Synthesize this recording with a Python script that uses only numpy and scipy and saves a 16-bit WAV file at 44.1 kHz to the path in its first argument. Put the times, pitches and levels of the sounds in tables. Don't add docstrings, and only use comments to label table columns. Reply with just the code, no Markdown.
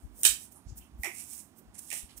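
import sys
import numpy as np
from scipy import signal
from scipy.fft import rfft, irfft
from scipy.io import wavfile

SR = 44100
rng = np.random.default_rng(int(sys.argv[2]) if len(sys.argv) > 2 else 0)


def wrap_up_sound(samples):
    columns = np.atleast_2d(samples).T
    tamed = np.clip(columns, -1, 1)
    steps = np.round(tamed * 32767).astype(np.int16)
    wavfile.write(sys.argv[1], SR, steps)


N = 97020

# peak time in seconds, level in dB, rise and fall in seconds,
# sizzle relative to rasp in dB, left relative to right in dB.
RUB_STROKES = [(.03, -64, 0.12, 0.053, -6, -7), (0.207, -49.5, 0.037, 0.09, 2, -0.5),
               (0.431, -45.5, 0.072, 0.038, -6.5, -2.5), (.524, -53.5, 0.0086, 0.012, 4.5, -7),
               (.685, -66, 0.011, 0.029, -28.5, -2.5), (0.782, -46, 0.014, .012, 2.5, -0.5),
               (.84, -62, .04, 0.036, -15, -8.5), (1.035, -52.5, 0.029, 0.028, 6, -4),
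               (1.202, -39, 0.069, 0.045, -8, -5.5), (1.328, -41.5, 0.06, 0.077, -4, -8.5),
               (1.402, -46, 0.024, 0.01, -8, -10.5), (1.589, -53.5, 0.02, 0.013, 1.5, -11),
               (1.755, -48, 0.0096, 0.027, -20.5, -9.5), (1.792, -35, 0.0082, 0.0084, -9, -1),
               (1.83, -49.5, .035, 0.085, -5, -5), (1.963, -36.5, 0.063, 0.055, -10, -3),
               (2.104, -61, 0.023, 0.07, -20, 8.5), (2.179, -40.5, 0.0083, 0.007, 1, -12)]
# time in seconds, level in dB, left relative to right in dB.
GRAIN_TICKS = [(.191, -51, 18), (.215, -47.5, 18), (1.745, -50, -9), (1.754, -47, -3.5), (2.004, -40, -6)]
# peak time and width in seconds, pitch in Hz, left and right levels in dB.
PHONE_BUMPS = [(0.051, 0.014, 58.3, -34, -60), (0.123, 0.061, 52.5, -61, -46.5),
               (0.311, 0.034, 55, -61, -41), (.668, 0.0063, 60, -48, -34), (0.699, 0.02, 54, -38.5, -49.5),
               (.727, 0.0071, 80, -32, -40.5), (0.791, 0.055, 56.7, -47, -58),
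               (0.949, 0.02, 60.7, -47, -42), (1.001, 0.013, 56.8, -34, -35.5),
               (1.69, 0.025, 54.5, -47.5, -60), (2.041, 0.0096, 59, -38.5, -58),
               (2.173, 0.029, 55.6, -60, -51)]
# peak time, rise and fall in seconds, pitch and width in Hz, level in dB.
SKIN_SCUFFS = [(0.189, 0.021, 0.084, 418, 296, -59), (0.253, 0.0047, 0.021, 1450, 800, -41),
               (.57, 0.034, .018, 9600, 2200, -52), (.578, 0.031, 0.022, 860, 502, -63),
               (0.687, 0.015, 0.036, 6450, 2010, -57), (.815, 0.0097, 0.033, 2840, 590, -59.5),
               (1.052, 0.0065, 0.028, 900, 550, -43), (1.2, 0.035, 0.027, 2430, 547, -54.5),
               (1.61, 0.029, 0.033, 327, 194, -57), (1.755, .008, 0.02, 2200, 604, -64),
               (1.93, 0.0082, .008, 709, 400, -47.5), (1.96, 0.056, 0.065, 3330, 1200, -54),
               (2.098, .008, 0.029, 3430, 2330, -55)]
# time in seconds, crack level in dB, the hollow's pitch and
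# lower width in Hz, its level in dB, left relative to right in dB.
FINGER_SLIPS = [(0.234, -15.5, 3140, 700, -32, 5.5), (0.243, -27, 2780, 503, -28, 6),
                (0.2509, -13, 2820, 400, -17, 8), (0.2527, -8.5, 2584, 590, -14, 0.5),
                (0.255, -14, 3400, 900, -17, -3), (1.0350, -26.5, 2000, 196, -27.5, -3),
                (1.0460, -28, 2000, 200, -23.5, 3), (1.0580, -41, 2067, 200, -27, 0),
                (1.9040, -28, 2060, 262, -38, -9.5), (1.916, -34, 2110, 253, -25.5, 2),
                (1.929, -25.5, 2700, 700, -43, 1)]
# peak time and fall in seconds, pitch in Hz, level in dB.
FINGER_KNOCKS = [(0.254, .004, 351.8, -36), (1.042, 0.0038, 785, -35), (1.076, 0.0093, 371.6, -38),
                 (1.928, 0.0045, 637, -44)]
# frequency in Hz, relative spectral density in dB.
ROOM_TONE_SPECTRUM = [(25, -32.5), (40, -22.5), (58, -1), (100, 0), (160, -2.5), (230, 3.5), (340, -2.5),
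                      (480, -15.5), (750, -9.5), (1100, -13.5), (1800, -19), (4000, -26), (9000, -26.5),
                      (16000, -35)]
RASP_SPECTRUM = [(500, -30), (1500, -21.5), (2300, -18), (3200, -19), (4500, -18), (5600, -9), (7000, -6),
                 (8300, 1), (10000, -2), (11500, -5.5), (13000, -19), (16000, -32)]
SIZZLE_SPECTRUM = [(500, -42), (7000, -29), (10500, -14.5), (12500, 0.5), (14500, -3), (16000, -7.5)]
CRACK_SPECTRUM = [(300, -32.5), (1000, -30), (1600, -19.5), (2200, -11.5), (3000, -16), (3800, -10),
                  (4700, -15), (6000, -2.5), (7000, -3), (7900, 3), (9700, 1), (11000, -7.5), (13000, -7),
                  (15000, -12.5), (16500, -22)]
# frequency in Hz, gain in dB.
LEFT_MIC_SHADOW = [(60, -5.5), (200, -11), (400, -12), (1000, -9.5), (2000, -12.5), (2900, -19),
                   (4200, -11), (6500, -16), (9000, -23), (11000, -4), (13000, -3), (15000, 2)]

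ROOM_TONE_DB, MAINS_HZ, MAINS_DB = -57.5, 102.7, -72
GRAINS_PER_S, GRAIN_SPREAD_DB, SIZZLE_TRIM_DB = 6700, 1.7, -0.5
FLUTTER_DB, FLUTTER_PER_S = 1.0, 60
SLIP_S, TICK_RISE_S = 0.0012, 0.0012
ROOM_BUILD_S, ROOM_T60_S, ROOM_TREBLE_T60_S = 0.004, 0.26, 0.23
LEFT_LAG_S, TOP_HZ = 0.00014, 15450
TIME = np.arange(N) / SR
BIN_HZ = np.fft.rfftfreq(2048, 1 / SR)


def undb(db):
    return 10 ** (np.asarray(db) / 20)


def unit_rms(x):
    return x / np.sqrt(np.mean(x ** 2))


def butter(x, hz, kind):
    return signal.sosfilt(signal.butter(2, hz, kind, fs=SR, output="sos"), x)


def curve(points):
    hz, db = np.array(points, float).T
    return np.interp(np.log(BIN_HZ + 1), np.log(hz), db)


def resonance(hz, below_hz, above_hz):
    offset = BIN_HZ - hz
    return -29 * np.log10(1 + (offset / np.where(offset < 0, below_hz, above_hz)) ** 2)


def response(db):
    cepstrum = irfft(np.log(undb(db)))
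    half = len(cepstrum) // 2
    cepstrum[1:half] *= 2
    cepstrum[half + 1:] = 0
    return irfft(np.exp(rfft(cepstrum)))


def colour(x, db):
    impulse = response(db)
    return signal.fftconvolve(x, impulse[None] / np.linalg.norm(impulse), axes=-1)[:, :x.shape[1]]


def stroke(at, rise, fall):
    return np.exp(-(np.abs(TIME - at) / np.where(TIME < at, rise, fall)) ** 1.5)


def grains():
    hits = rng.random((3, N)) < GRAINS_PER_S / SR
    clicks = hits * rng.standard_normal((3, N))
    clicks *= undb(GRAIN_SPREAD_DB * np.minimum(rng.exponential(size=(3, N)), 4))
    return unit_rms(clicks[:2] + 2.2 * clicks[2])


def flutter():
    knots = rng.standard_normal(1024)
    return undb(FLUTTER_DB * np.interp(TIME * FLUTTER_PER_S, np.arange(len(knots)), knots))


def room(x, wet_db):
    t = np.arange(SR // 2) / SR
    low = butter(rng.standard_normal((2, len(t))), 5000, "low") * undb(-60 * t / ROOM_T60_S)
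    high = butter(rng.standard_normal((2, len(t))), 5000, "high") * undb(-60 * t / ROOM_TREBLE_T60_S)
    echo = (low + high) * (1 - np.exp(-t / ROOM_BUILD_S))
    echo /= np.linalg.norm(echo, axis=1, keepdims=True)
    return x[:, :N] + undb(wet_db) * signal.fftconvolve(x, echo, axes=-1)[:, :N]


def room_tone():
    noise = rng.standard_normal((3, N))
    air = colour(unit_rms(noise[:2] + 3.3 * noise[2]), curve(ROOM_TONE_SPECTRUM))
    return undb(ROOM_TONE_DB) * air + undb(MAINS_DB) * np.sin(2 * np.pi * MAINS_HZ * TIME)


def rubs():
    coarse_power, fine_power = 0, 0
    for at, db, rise, fall, sizzle_db, pan_db in RUB_STROKES:
        power = (undb([[db + pan_db], [db]]) * stroke(at, rise, fall)) ** 2
        coarse_power += power
        fine_power += power * undb(sizzle_db + SIZZLE_TRIM_DB) ** 2
    for at, db, pan_db in GRAIN_TICKS:
        coarse_power += (undb([[db + pan_db], [db]]) * stroke(at, TICK_RISE_S, 2 * TICK_RISE_S)) ** 2
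    rasp = colour(grains() * flutter() * np.sqrt(coarse_power), curve(RASP_SPECTRUM))
    sizzle = colour(grains() * flutter() * np.sqrt(fine_power), curve(SIZZLE_SPECTRUM))
    return room(rasp + sizzle, wet_db=-8.5)


def bumps():
    rumble = undb(-13) * unit_rms(butter(rng.standard_normal((2, N)), [50, 175], "band"))
    shared_phases = rng.uniform(0, 2 * np.pi, (len(PHONE_BUMPS), 1, 1))
    mic_phases = shared_phases + 0.6 * rng.standard_normal((len(PHONE_BUMPS), 2, 1))
    out = 0
    for (at, width, hz, left_db, right_db), phase in zip(PHONE_BUMPS, mic_phases):
        swell = undb([[left_db], [right_db]]) / np.cosh(np.clip(1.75 * (TIME - at) / width, -50, 50))
        wobble = np.sin(2 * np.pi * hz * (TIME - at) + phase)
        out += swell * (wobble + rumble)
    return out


def scuffs_and_knocks():
    out = 0
    for at, rise, fall, hz, width_hz, db in SKIN_SCUFFS:
        out += undb(db) * colour(grains() * stroke(at, rise, fall), resonance(hz, width_hz, width_hz))
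    for at, fall, hz, db in FINGER_KNOCKS:
        out += undb(db) * stroke(at, fall / 2, fall) * np.sin(2 * np.pi * hz * (TIME - at))
    return room(out, wet_db=-4.5)


def slips(size=4096):
    lead = size // 4
    t = (np.arange(size) - lead) / SR
    burst = np.exp(-(t / SLIP_S) ** 2)
    out = np.zeros((2, N + size))
    for at, crack_db, hollow_hz, width_hz, hollow_db, pan_db in FINGER_SLIPS:
        crack, puff = rng.standard_normal((2, 2, size)) * burst * undb([[pan_db], [0]])
        hollow = resonance(hollow_hz, below_hz=width_hz, above_hz=2.6 * width_hz)
        start = int(at * SR) - lead
        out[:, start:start + size] += undb(crack_db) * colour(crack, curve(CRACK_SPECTRUM))
        out[:, start:start + size] += undb(hollow_db) * colour(puff, hollow)
    return room(out, wet_db=3)


def scene():
    left, right = rubs() + slips() + scuffs_and_knocks() + room_tone()
    left = signal.fftconvolve(left, response(curve(LEFT_MIC_SHADOW)))[:N]
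    left = np.pad(left, (int(LEFT_LAG_S * SR), 0))[:N]
    return np.array([left, right]) + bumps()


def record(dry):
    lowpass = signal.ellip(8, 0.2, 70, TOP_HZ, fs=SR, output="sos")
    return signal.sosfilt(lowpass, np.clip(dry, -1, 1))


dry = scene()
out = record(dry)
wrap_up_sound(out)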